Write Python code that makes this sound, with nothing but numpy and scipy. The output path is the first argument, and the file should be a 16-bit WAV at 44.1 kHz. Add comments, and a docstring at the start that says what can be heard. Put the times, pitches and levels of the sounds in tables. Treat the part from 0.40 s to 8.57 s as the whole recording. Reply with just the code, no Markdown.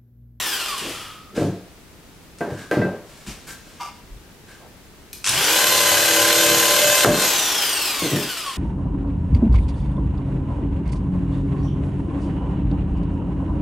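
"""Drilling a floorboard in a small room

Two microphones close to the work. A mains drill coasts to rest, its brushes squealing, while a short
board is lifted out, slid and knocked down on the wooden floor. The drill spins up: motor hum, whine
and fan rush all follow the shaft. The bit growls through the wood and the drill bumps down on it,
hard enough for the limiter to duck the motor. It coasts again as the board is set down."""
import sys
import numpy as np
from scipy import signal
from scipy.fft import rfft, irfft, next_fast_len
from scipy.io import wavfile
from scipy.ndimage import uniform_filter1d

SR = 44100
rng = np.random.default_rng(int(sys.argv[2]) if len(sys.argv) > 2 else 0)


def inscribe(sig):
    """Save sig as 16-bit PCM at rate SR to the path in sys.argv[1].

    A 1-D sig is mono; a 2-D sig holds one channel per row.
    Samples are clipped to [-1, 1] before scaling.
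    """
    pcm = np.round(np.clip(np.atleast_2d(sig).T, -1, 1) * 32767)
    wavfile.write(sys.argv[1], SR, pcm.astype(np.int16))


N = 360297
T = np.arange(N) / SR
TRIGGER_S, RELEASE_S = 4.845, 6.812  # the trigger is held between these times
GEAR_RATIO = 14.02  # shaft turns per turn of the chuck
BAND_LIMIT_HZ = 15850


def amp(db):
    """Decibels to gain."""
    return 10 ** (np.asarray(db) / 20)

def unit(x):
    """Scales to an rms of 1."""
    return x / np.sqrt(np.mean(x ** 2) + 1e-20)

def read(points, hz):
    """Reads (f/Hz, value) points on a log-frequency axis."""
    f, value = np.transpose(points)
    return np.interp(np.log(hz + 1), np.log(f + 1), value)

def colour(x, points):
    """Filters by a spectrum of (f/Hz, level/dB) points."""
    size = next_fast_len(len(x))
    gain = amp(read(points, np.fft.rfftfreq(size, 1 / SR)))
    return irfft(rfft(x, size) * gain, size)[:len(x)]

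def cut(x, hz, kind, order=2):
    """A low-pass or high-pass filter."""
    return signal.sosfilt(signal.butter(order, hz, kind, fs=SR, output="sos"), x)

def resonate(x, hz, width_hz):
    """Rings one resonance, at an rms of 1."""
    return unit(signal.lfilter(*signal.iirpeak(hz, hz / width_hz, SR), x))

def noise(size=N):
    """White noise."""
    return rng.standard_normal(size)

def wander(hz):
    """Random drift up to a given rate."""
    return unit(cut(noise(), hz, "low"))

def fade(s, decay_s):
    """1 until time s, then dying away."""
    return np.exp(-np.maximum(T - s, 0) / decay_s)

def add(mix, s, sound):
    """Lays a sound into the mix at time s."""
    part = mix[max(round(s * SR), 0):][:len(sound)]
    part += sound[:len(part)]

def modes(rows, size=32768, spread_db=2):
    """Rings a table of modes, in a random balance as if struck on a new spot."""
    t = np.arange(size) / SR
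    weights = amp(spread_db * noise(len(rows))) * rng.choice([-1, 1], len(rows))
    x = sum(w * amp(db - 60 * t / t60) * np.sin(2 * np.pi * hz * t)
            for w, (hz, db, t60) in zip(weights, rows))
    return x / np.linalg.norm(x)

def tones(rows, turns, speed, swell_db=1.5):
    """Multiples of a rotation, each swelling on its own, silent above the band limit."""
    out = np.zeros(N)
    for multiple, db in rows:
        level = amp(db + swell_db * wander(5)) * (multiple * speed < BAND_LIMIT_HZ)
        out += level * np.sqrt(2) * np.sin(2 * np.pi * (multiple * turns + rng.random()))
    return out

def jolt(chuck_turns, decay_turns=0.35):
    """A push that dies away within each turn of the chuck; its mean is 1."""
    push = np.exp(-(chuck_turns % 1) / decay_turns)
    return push / push.mean()


# The empty room at the microphones: f/Hz, relative level/dB
ROOM_TONE = [(15, -34), (25, -4), (107, -5), (126, -9), (161, -6), (371, -10), (572, -15.5), (955, -19.5),
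             (1390, -20.5), (2150, -22), (15800, -33.5)]
def room_tone():
    """A faint, low, steady background."""
    return amp(-47.5) * unit(colour(noise(), ROOM_TONE))

# How long the room and its floor ring: f/Hz, t60/s
RING_TIMES = [(100, 0.27), (400, 0.43), (1500, 0.63), (5000, 0.71), (14000, 0.36)]
def tail(size=32768):
    """Dense ringing of energy 1 that lasts longest around 5 kHz."""
    hz, t, spectrum = signal.stft(noise(size), SR, nperseg=256)
    decay = amp(-60 * t / read(RING_TIMES, hz)[:, None])
    x = signal.istft(spectrum * decay, SR, nperseg=256)[1][:size]
    return x / np.linalg.norm(x)

def room(x, wet_db):
    """Direct sound plus reflections off the nearby walls, at constant power."""
    return (x + amp(wet_db) * signal.oaconvolve(x, tail())[:N]) / np.hypot(1, amp(wet_db))

# Friction on the grain: f/Hz, relative level/dB
GRAIN_HISS = [(200, 1), (700, -3.5), (2000, -4.5), (5500, -5), (8200, -5), (12000, -8.5), (16000, -14)]
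# Strokes: t/s, nominal length/s, hiss level/dB, board ring level/dB, low-pass f/Hz
SLIDE_STROKES = [(0.406, 0.2, -37, -50, 6000), (0.944, 0.11, -35, -45, 3420), (2.085, 0.12, -47, -46, 4000),
                 (2.169, 0.11, -46, -43, 4000), (2.617, 0.47, -49, -63, 6000),
                 (2.859, 0.073, -40.5, -58, 8000), (3.066, 0.068, -39, -40.5, 15000),
                 (3.225, 0.27, -50.5, -60, 5000), (3.83, 0.057, -73, -57, 5000),
                 (4.066, 0.11, -49.5, -48, 5000)]
def slides():
    """The board or a hand slides on wood, hissing and stirring the board's bending mode."""
    out = np.zeros(N)
    hiss = unit(colour(noise() * (1 + 0.18 * wander(210)), GRAIN_HISS))
    ring = resonate(noise(), hz=1590, width_hz=60)
    for s, length, hiss_db, ring_db, top_hz in SLIDE_STROKES:
        rub = amp(hiss_db) * unit(cut(hiss, top_hz, "low", order=1)) + amp(ring_db) * ring
        out += rub * np.interp(T, s + length * np.array([0, .18, .5, 1.57]), [0, 1, 1, 0])
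    return out

# Weight on the floor: t/s, length/s, level/dB, top f/Hz
FLOOR_THUDS = [(0.39, 0.15, -34, 490), (0.91, 0.07, -40, 380), (2.855, 0.093, -36, 71),
               (2.858, .075, -35, 260), (3.61, 0.1, -47, 70), (3.691, 0.1, -37.5, 75),
               (4.182, 0.12, -48.5, 900), (4.85, 0.2, -36, 160), (5.051, 1.3, -47, 128),
               (6.066, 0.13, -29.5, 275), (6.64, 0.14, -29, 85), (6.642, 0.12, -12.5, 300)]
def thuds():
    """The floor gives with a dull thud under shifting weight."""
    out = np.zeros(N)
    for s, length, db, top_hz in FLOOR_THUDS:
        rumble = cut(noise(SR), top_hz, "low", order=4)
        push = unit(cut(rumble, top_hz / 2, "high"))[:int(length * SR)]
        add(out, s, amp(db) * push * signal.windows.tukey(len(push), .7))
    return out

# What a scrape rings: f/Hz at a pitch factor of 1, width/Hz, relative level/dB
SCRAPE_RESONANCES = [(790, 20, -15), (844, 18, 1), (960, 38, 3.5), (1174, 15, 6.5), (2130, 64, -5),
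                     (2350, 83, -8), (2710, 100, -5), (3440, 140, -13), (4620, 210, -6.5), (5240, 160, -15),
                     (5300, 140, -26), (8260, 400, -29)]
# Two short hissing rasps, each ringing narrow resonances: t/s, length/s, level/dB, pitch factor, high-pass f/Hz
RINGING_RASPS = [(2.866, .06, -39, 1.035, 2300), (3.396, .098, -28, 1.0, 550)]
def scrapes(slips_per_s=900, rise_s=.011, fade_db_per_s=100, stop_s=.012, size=16384):
    """Quick uneven slips excite narrow resonances, hardest at the start of the stroke."""
    out, t = np.zeros(N), np.arange(size) / SR
    for s, length, db, pitch, low_hz in RINGING_RASPS:
        slips = unit(noise(size) * (rng.random(size) < slips_per_s / SR)) + 0.94 * noise(size)
        ring = sum(amp(mode_db) * resonate(slips, hz * pitch, width_hz)
                   for hz, width_hz, mode_db in SCRAPE_RESONANCES)
        stroke = np.minimum(t / rise_s, 1) * amp(db - fade_db_per_s * t)
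        stroke *= np.exp(-np.maximum(t - length, 0) / stop_s)
        add(out, s, stroke * unit(cut(ring, low_hz, "high")))
    return out

# Grit, trigger, gears taking up play, splinters, chuck on board: t/s, level/dB, low f/Hz, top f/Hz
SNAPS = [(.379, -23.5, 1500, 12000), (.495, -29, 2000, 12000), (1.985, -36, 1500, 8900),
         (4.730, -26.5, 1990, 14000), (4.843, -15, 1190, 7900), (4.854, -19, 1500, 9000),
         (4.863, -12.5, 1200, 8900), (4.873, -10.5, 1480, 8900), (4.882, -16, 1500, 9000),
         (4.892, -10, 2000, 11100), (5.082, -12, 1200, 4500), (5.902, -10, 500, 5000),
         (6.647, -4, 1200, 1800)]
def clicks(t60_s=.035, size=4096):
    """Brief snaps of hard parts, each in its own band."""
    out, t = np.zeros(N), np.arange(size) / SR
    for s, db, low_hz, top_hz in SNAPS:
        band = cut(cut(noise(size), low_hz, "high"), top_hz, "low", order=4)
        add(out, s, amp(db - 60 * t / t60_s) * unit(band))
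    return out

# Modes of the wooden floor: f/Hz, relative level/dB, t60/s
FLOOR_MODES = [(103.6, 0, 0.42), (143, 4, 0.25), (183.3, 1.5, 0.4), (236.6, -6, 0.2), (295, -2, 0.39),
               (325, 2, 0.26), (413.7, -0.5, 0.32), (480, 2.5, 0.15), (587, -1.5, 0.36), (694, -9, 0.57)]
# The dense ringing between them: f/Hz, relative level/dB
FLOOR_BODY = [(40, -21), (90, -5), (160, 1.5), (450, -2), (700, -7.5), (1000, -14.5), (1700, -15.5),
              (3000, -23.5), (8000, -19), (15000, -12.5)]
def floor_strike(hard_hz, low_hz):
    """One contact rings the floor; a soft one is dull, a brief one leaves the joists still."""
    blow = tail()
    blow[0] += 0.27  # the contact itself, ahead of its ringing
    body = colour(np.pad(blow, (256, 0)), FLOOR_BODY)[256:]
    ring = body / np.linalg.norm(body) + amp(-4) * modes(FLOOR_MODES)
    dulled = amp(1) * cut(ring, hard_hz, "low") + amp(-9) * cut(ring, hard_hz, "low", order=1)
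    return cut(dulled, low_hz, "high")

# Modes of the loose board: f/Hz, relative level/dB, t60/s
BOARD_MODES = [(1573, 7, 0.27), (1590, -3, 0.34), (1985, -4.5, 0.16), (2620, -14, 0.28)]
# Blows: t/s, relative floor level/dB, low-pass f/Hz, high-pass f/Hz, relative board level/dB
BOARD_BLOWS = [(.964, -24, 500, 195, -52), (.976, -15.5, 800, 190, -33), (1.011, -15, 623, 120, -35),
               (1.021, -20, 500, 120, -47), (1.033, -17.5, 420, 100, -44), (1.040, -15, 330, 90, -50),
               (1.082, -19.5, 355, 110, -48), (2.008, -16.5, 1680, 295, -26.5), (2.072, -21, 800, 300, -45),
               (2.119, -20.5, 240, 80, -50), (2.313, -12, 2530, 350, -19.5), (2.371, -11.5, 480, 130, -36),
               (2.391, -13.5, 383, 100, -48), (2.416, -16, 1000, 170, -21), (2.453, -16.5, 590, 150, -31),
               (2.528, -27.5, 740, 200, -43), (6.647, -1.5, 1500, 259, -22), (6.658, -3, 700, 300, -37),
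               (6.680, -9, 480, 115, -38), (6.697, -10.5, 650, 131, -40), (6.733, -14.5, 600, 150, -45),
               (7.621, -17, 403, 150, -50), (7.640, -14.5, 400, 220, -50), (7.718, -14.5, 387, 130, -50),
               (7.733, -15.5, 300, 100, -50), (7.767, -16, 406, 130, -50), (7.790, -23, 343, 140, -48)]
def knocks():
    """The board lands, rocks and settles; each blow rings the floor and the board itself."""
    out = np.zeros(N)
    for s, floor_db, hard_hz, low_hz, board_db in BOARD_BLOWS:
        floor = amp(floor_db + 27) * floor_strike(hard_hz, low_hz)
        add(out, s, floor + amp(board_db + 25.5) * modes(BOARD_MODES))
    return out

# Course of the squeal: t/s, f/Hz, relative level/dB
BRUSH_SQUEAL = [(0.55, 1275, -44), (0.574, 1300, -42), (0.586, 1220, -47), (0.604, 1298, -42),
                (0.804, 1243, -44), (0.836, 1314, -49), (0.886, 1214, -51), (0.918, 1289, -45),
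                (0.94, 1350, -59)]
def brush_squeal():
    """The brushes stick and slip on the commutator as the rotor stops."""
    times, hz, db = np.transpose(BRUSH_SQUEAL)
    cycles = np.cumsum(np.interp(T, times, hz) * (1 + 0.041 * wander(160))) / SR
    gate = np.interp(T, [times[0] - .02, times[0], times[-1], times[-1] + .02], [0, 1, 1, 0])
    stutter = np.maximum(1 + 0.3 * wander(32), 0)
    return gate * amp(np.interp(T, times, db) + 2) * stutter * np.sin(2 * np.pi * cycles)

def coast(t, start_hz, friction_hz_per_s, drag_per_s=.14):
    """Shaft speed t seconds into a coast: friction and air drag bring it to rest."""
    offset = friction_hz_per_s / drag_per_s
    return np.maximum((start_hz + offset) * np.exp(-drag_per_s * t) - offset, 0)

# The shaft's speed while the bit cuts: t/s, f/Hz
LOADED_SPEED = [(5.27, 517.8), (5.462, 507.7), (5.72, 508.8), (6.058, 518.4), (6.242, 510.0),
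                (6.398, 519.1), (6.62, 516.1), (6.81, 527.6)]
def shaft_speed(free_hz=527, spin_up_s=.104):
    """Turns a second: the shaft coasts to rest, runs up, sags under load and coasts again."""
    first_coast = coast(T, start_hz=241, friction_hz_per_s=277)
    run_up = free_hz * (1 - fade(TRIGGER_S, spin_up_s))
    loaded = np.interp(T, *np.transpose(LOADED_SPEED))
    last_coast = coast(T - RELEASE_S, free_hz, friction_hz_per_s=261)
    return first_coast + np.minimum.reduce([run_up, loaded, last_coast])

def drill_level(speed):
    """The drill is louder the faster it turns, and drops a little once the trigger is let go."""
    return amp(-22.75 + 2.5 * fade(RELEASE_S, .11)) * (speed / speed.max()) ** 0.76

# Close to the drill, each as f/Hz, relative level/dB: fan and gears at full speed, slow gears, sparks
FAN_RUSH = [(35, -42), (60, -17), (436, -8.5), (576, -9), (663, -5.5), (1030, -9), (1330, -12), (1570, -4),
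            (1760, -8.5), (3090, -7.5), (3810, -7.5), (7000, -7.5), (10900, -16), (12500, -10.5),
            (14700, -32), (15800, -35)]
SLOW_GEARS = [(88, -49), (150, -36), (244, -5), (321, 0), (598, -10.5), (1090, 3), (1410, 0), (2300, 1.5),
              (3200, 5.5), (4040, -5), (4910, -3), (5960, -9), (11800, -9.5), (15800, -19)]
BRUSH_SPARKS = [(500, -30), (2500, -7), (5000, 0), (10500, 0), (12800, 7), (13700, -11), (15800, -16)]
def fan_gears_brushes(speed):
    """Fan rush at speed, gear rattle when slow and brush hiss under power, heard in the room."""
    chuck_turns = np.cumsum(speed) / SR / GEAR_RATIO
    fast = (speed / speed.max()) ** 2.6
    teeth = unit(noise() * (rng.random(N) < 5 * speed / SR))
    rush = unit(noise() + 0.5 * teeth) * (1 + 0.049 * wander(45))
    rush *= .95 + .05 * jolt(chuck_turns)  # loose teeth clatter harder once a turn
    fan = amp(-2.5) * np.sqrt(fast) * unit(colour(rush, FAN_RUSH))
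    gears = amp(-4.5) * np.sqrt(1 - fast) * unit(colour(rush, SLOW_GEARS))
    powered = (T > TRIGGER_S) * fade(RELEASE_S, .11)
    brushes = amp(-6) * fast * powered * unit(colour(noise(), BRUSH_SPARKS))
    return room(drill_level(speed) * (fan + gears + brushes), wet_db=-2.5)

# Rotor hum, then the whine of armature slots and commutator bars: shaft multiple, relative level/dB
ROTOR_HUM = [(1, -7), (2, -1), (3, -3.5), (4, -3), (5, -3.5), (6, -3.5), (7, -4), (9, -12), (10, -11),
             (18, -14), (20, -14)]
SLOT_WHINE = [(4, -18), (8, -8), (16, -10.5), (20, -22), (24, -9.5), (26, -22), (28, -20), (32, -12),
              (40, -14), (44, -23), (48, -14.5), (56, -14.5), (64, -15), (72, -17), (80, -19)]
# Resonances of the plastic housing, which the whine sweeps through: f/Hz, relative level/dB
HOUSING_RESPONSE = [(600, -4.5), (900, -7), (1080, 9.5), (1300, -1), (1700, -3), (2300, -3), (2750, 2),
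                    (3100, 6.5), (3350, 2), (3900, -3), (4300, 2.5), (4600, -1), (5000, 4), (5500, -1),
                    (7000, -3), (8300, 3.5), (10000, -3), (12400, 2), (15000, -1)]
def motor(speed, turns, fan_blades=13, whine_full_hz=160):
    """The rotor hums under power; blade tone and whine come forward with the current off."""
    share = speed / speed.max()
    fast = share ** 1.8
    powered = (T > TRIGGER_S) * fade(RELEASE_S, .2)
    hum = amp(-10.5) * fast * powered * tones(ROTOR_HUM, turns, speed)
    blades = cut(tones([(fan_blades, -8)], turns, speed), 4000, "high", order=3)
    blades *= 1 - powered * (1 - .7 * fast)
    whine = amp(-1) * colour(tones(SLOT_WHINE, turns, speed), HOUSING_RESPONSE)
    whine *= share ** .25 * np.minimum(speed / whine_full_hz, 1)
    whine *= 1 - powered * (.7 - .35 * share)
    flutter = .75 + .25 * jolt(turns / GEAR_RATIO) + .33 * wander(110)
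    return drill_level(speed) * (hum + blades + whine) * flutter

# The bit's way through the wood: t/s, relative growl level/dB, relative chatter level/dB
BIT_FEED = [(5.05, -38, -43), (5.088, -34, -33.5), (5.22, -37, -40), (5.434, -35, -38.5),
            (5.496, -29, -35.5), (5.604, -30, -35.5), (5.674, -34, -39), (5.696, -33, -32),
            (5.722, -27, -30), (6.138, -26, -26), (6.216, -33.5, -30.5), (6.448, -21.5, -38),
            (6.496, -23, -45), (6.62, -31.5, -43)]
# The cutting growl, then the lower chatter: chuck multiple, relative level/dB
GROWL_TONES = [(16, -1), (44, -16)]
CHATTER_TONES = [(9, 3), (11, -11), (13, 2.5)]
# What the bit rings, the board's bending mode and a rasp: f/Hz, width/Hz, relative level/dB
BIT_RATTLE = [(1590, 95, -32), (3020, 320, -31.5)]
def bit(speed, turns, grab_s=6.71, grab_width_s=.057, grab_db=20, breakthrough_s=6.75):
    """The bit growls, chatters and throws chips, then grabs just before it breaks through."""
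    chuck_turns, chuck_hz = turns / GEAR_RATIO, speed / GEAR_RATIO
    boring = (T > TRIGGER_S) * (speed / speed.max()) ** 1.8 * fade(breakthrough_s, .025)
    grab = amp(grab_db * np.exp(-((T - grab_s) / grab_width_s) ** 2))
    times, growl_db, chatter_db = np.transpose(BIT_FEED)
    feed = grab * amp(np.interp(T, times, growl_db))
    edges = chuck_turns + .003 * wander(16)  # the cutting edges catch unevenly on the grain
    growl = amp(1) * feed * tones(GROWL_TONES, edges, chuck_hz, swell_db=0) * (1 + 0.47 * wander(45))
    chatter = amp(np.interp(T, times, chatter_db) - 4.5)
    chatter *= tones(CHATTER_TONES, edges, chuck_hz, swell_db=0)
    chips = amp(-12.5) * feed * unit(signal.oaconvolve(noise(), modes(FLOOR_MODES))[:N])
    # the wobbling bit rattles against the board once a turn
    rattle = sum(amp(db) * resonate(noise() * (.5 + jolt(chuck_turns)), hz, width_hz)
                 for hz, width_hz, db in BIT_RATTLE)
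    return boring * (growl + chatter + chips + rattle)

# Stereo width of the nearby work, then of the room tone: f/Hz, side minus mid level/dB
WORK_WIDTH = [(25, -12), (60, -22), (110, -41), (380, -31), (700, -20), (1290, -17), (2380, -16),
              (4400, -9), (8120, -3), (15000, -7)]
ROOM_WIDTH = [(60, -5.5), (150, -8.5), (380, -8), (950, -5), (2380, -2.5), (5980, -1), (15000, -2)]
# Balance of the microphones: f/Hz, left minus right level/dB
MIC_BALANCE = [(100, 0.65), (2000, 0.5), (5000, 1.2), (14000, 1.4)]
def scene():
    """All sources reach two closely spaced microphones, which differ mostly in the treble."""
    speed = shaft_speed()
    turns = np.cumsum(speed * (1 + 0.0018 * wander(72))) / SR
    running, cutting = motor(speed, turns), bit(speed, turns)
    near = room(running, wet_db=-4) + room(cutting + brush_squeal(), wet_db=-9.5)
    near += room(scrapes(), wet_db=-8) + room(clicks(), wet_db=0.5)
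    near += room(slides() + thuds(), wet_db=-5) + knocks()
    scatter = noise(4096) * np.exp(-np.arange(4096) / 1200)  # smears the phase for the side signal
    scattered = amp(0.5) * signal.oaconvolve(near, scatter / np.linalg.norm(scatter))[:N]
    mid = near + fan_gears_brushes(speed) + room_tone()
    side = colour(scattered + fan_gears_brushes(speed), WORK_WIDTH) + colour(room_tone(), ROOM_WIDTH)
    left = colour(mid + side, np.array(MIC_BALANCE) * [1, .5])
    right = colour(mid - side, np.array(MIC_BALANCE) * [1, -.5])
    return np.array([left, right])

def record(dry, threshold_db=-14, recovery_db_per_s=75):
    """Behind the microphones: a limiter that ducks at once and recovers, clipping, a band limit."""
    power = abs(uniform_filter1d((dry ** 2).mean(0), size=256, origin=127))
    power_db = 10 * np.log10(power + 1e-12)
    recovery = T * recovery_db_per_s
    held_db = np.maximum.accumulate(power_db + recovery) - recovery
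    duck_db = uniform_filter1d(np.maximum(held_db - threshold_db, 0), size=64)
    limited = np.clip(dry * amp(-duck_db), -1, 1)
    low_pass = signal.firwin(511, BAND_LIMIT_HZ, window=("kaiser", 9), fs=SR)
    return signal.oaconvolve(limited, low_pass[None], "same")


dry = scene()
out = record(dry)
inscribe(out)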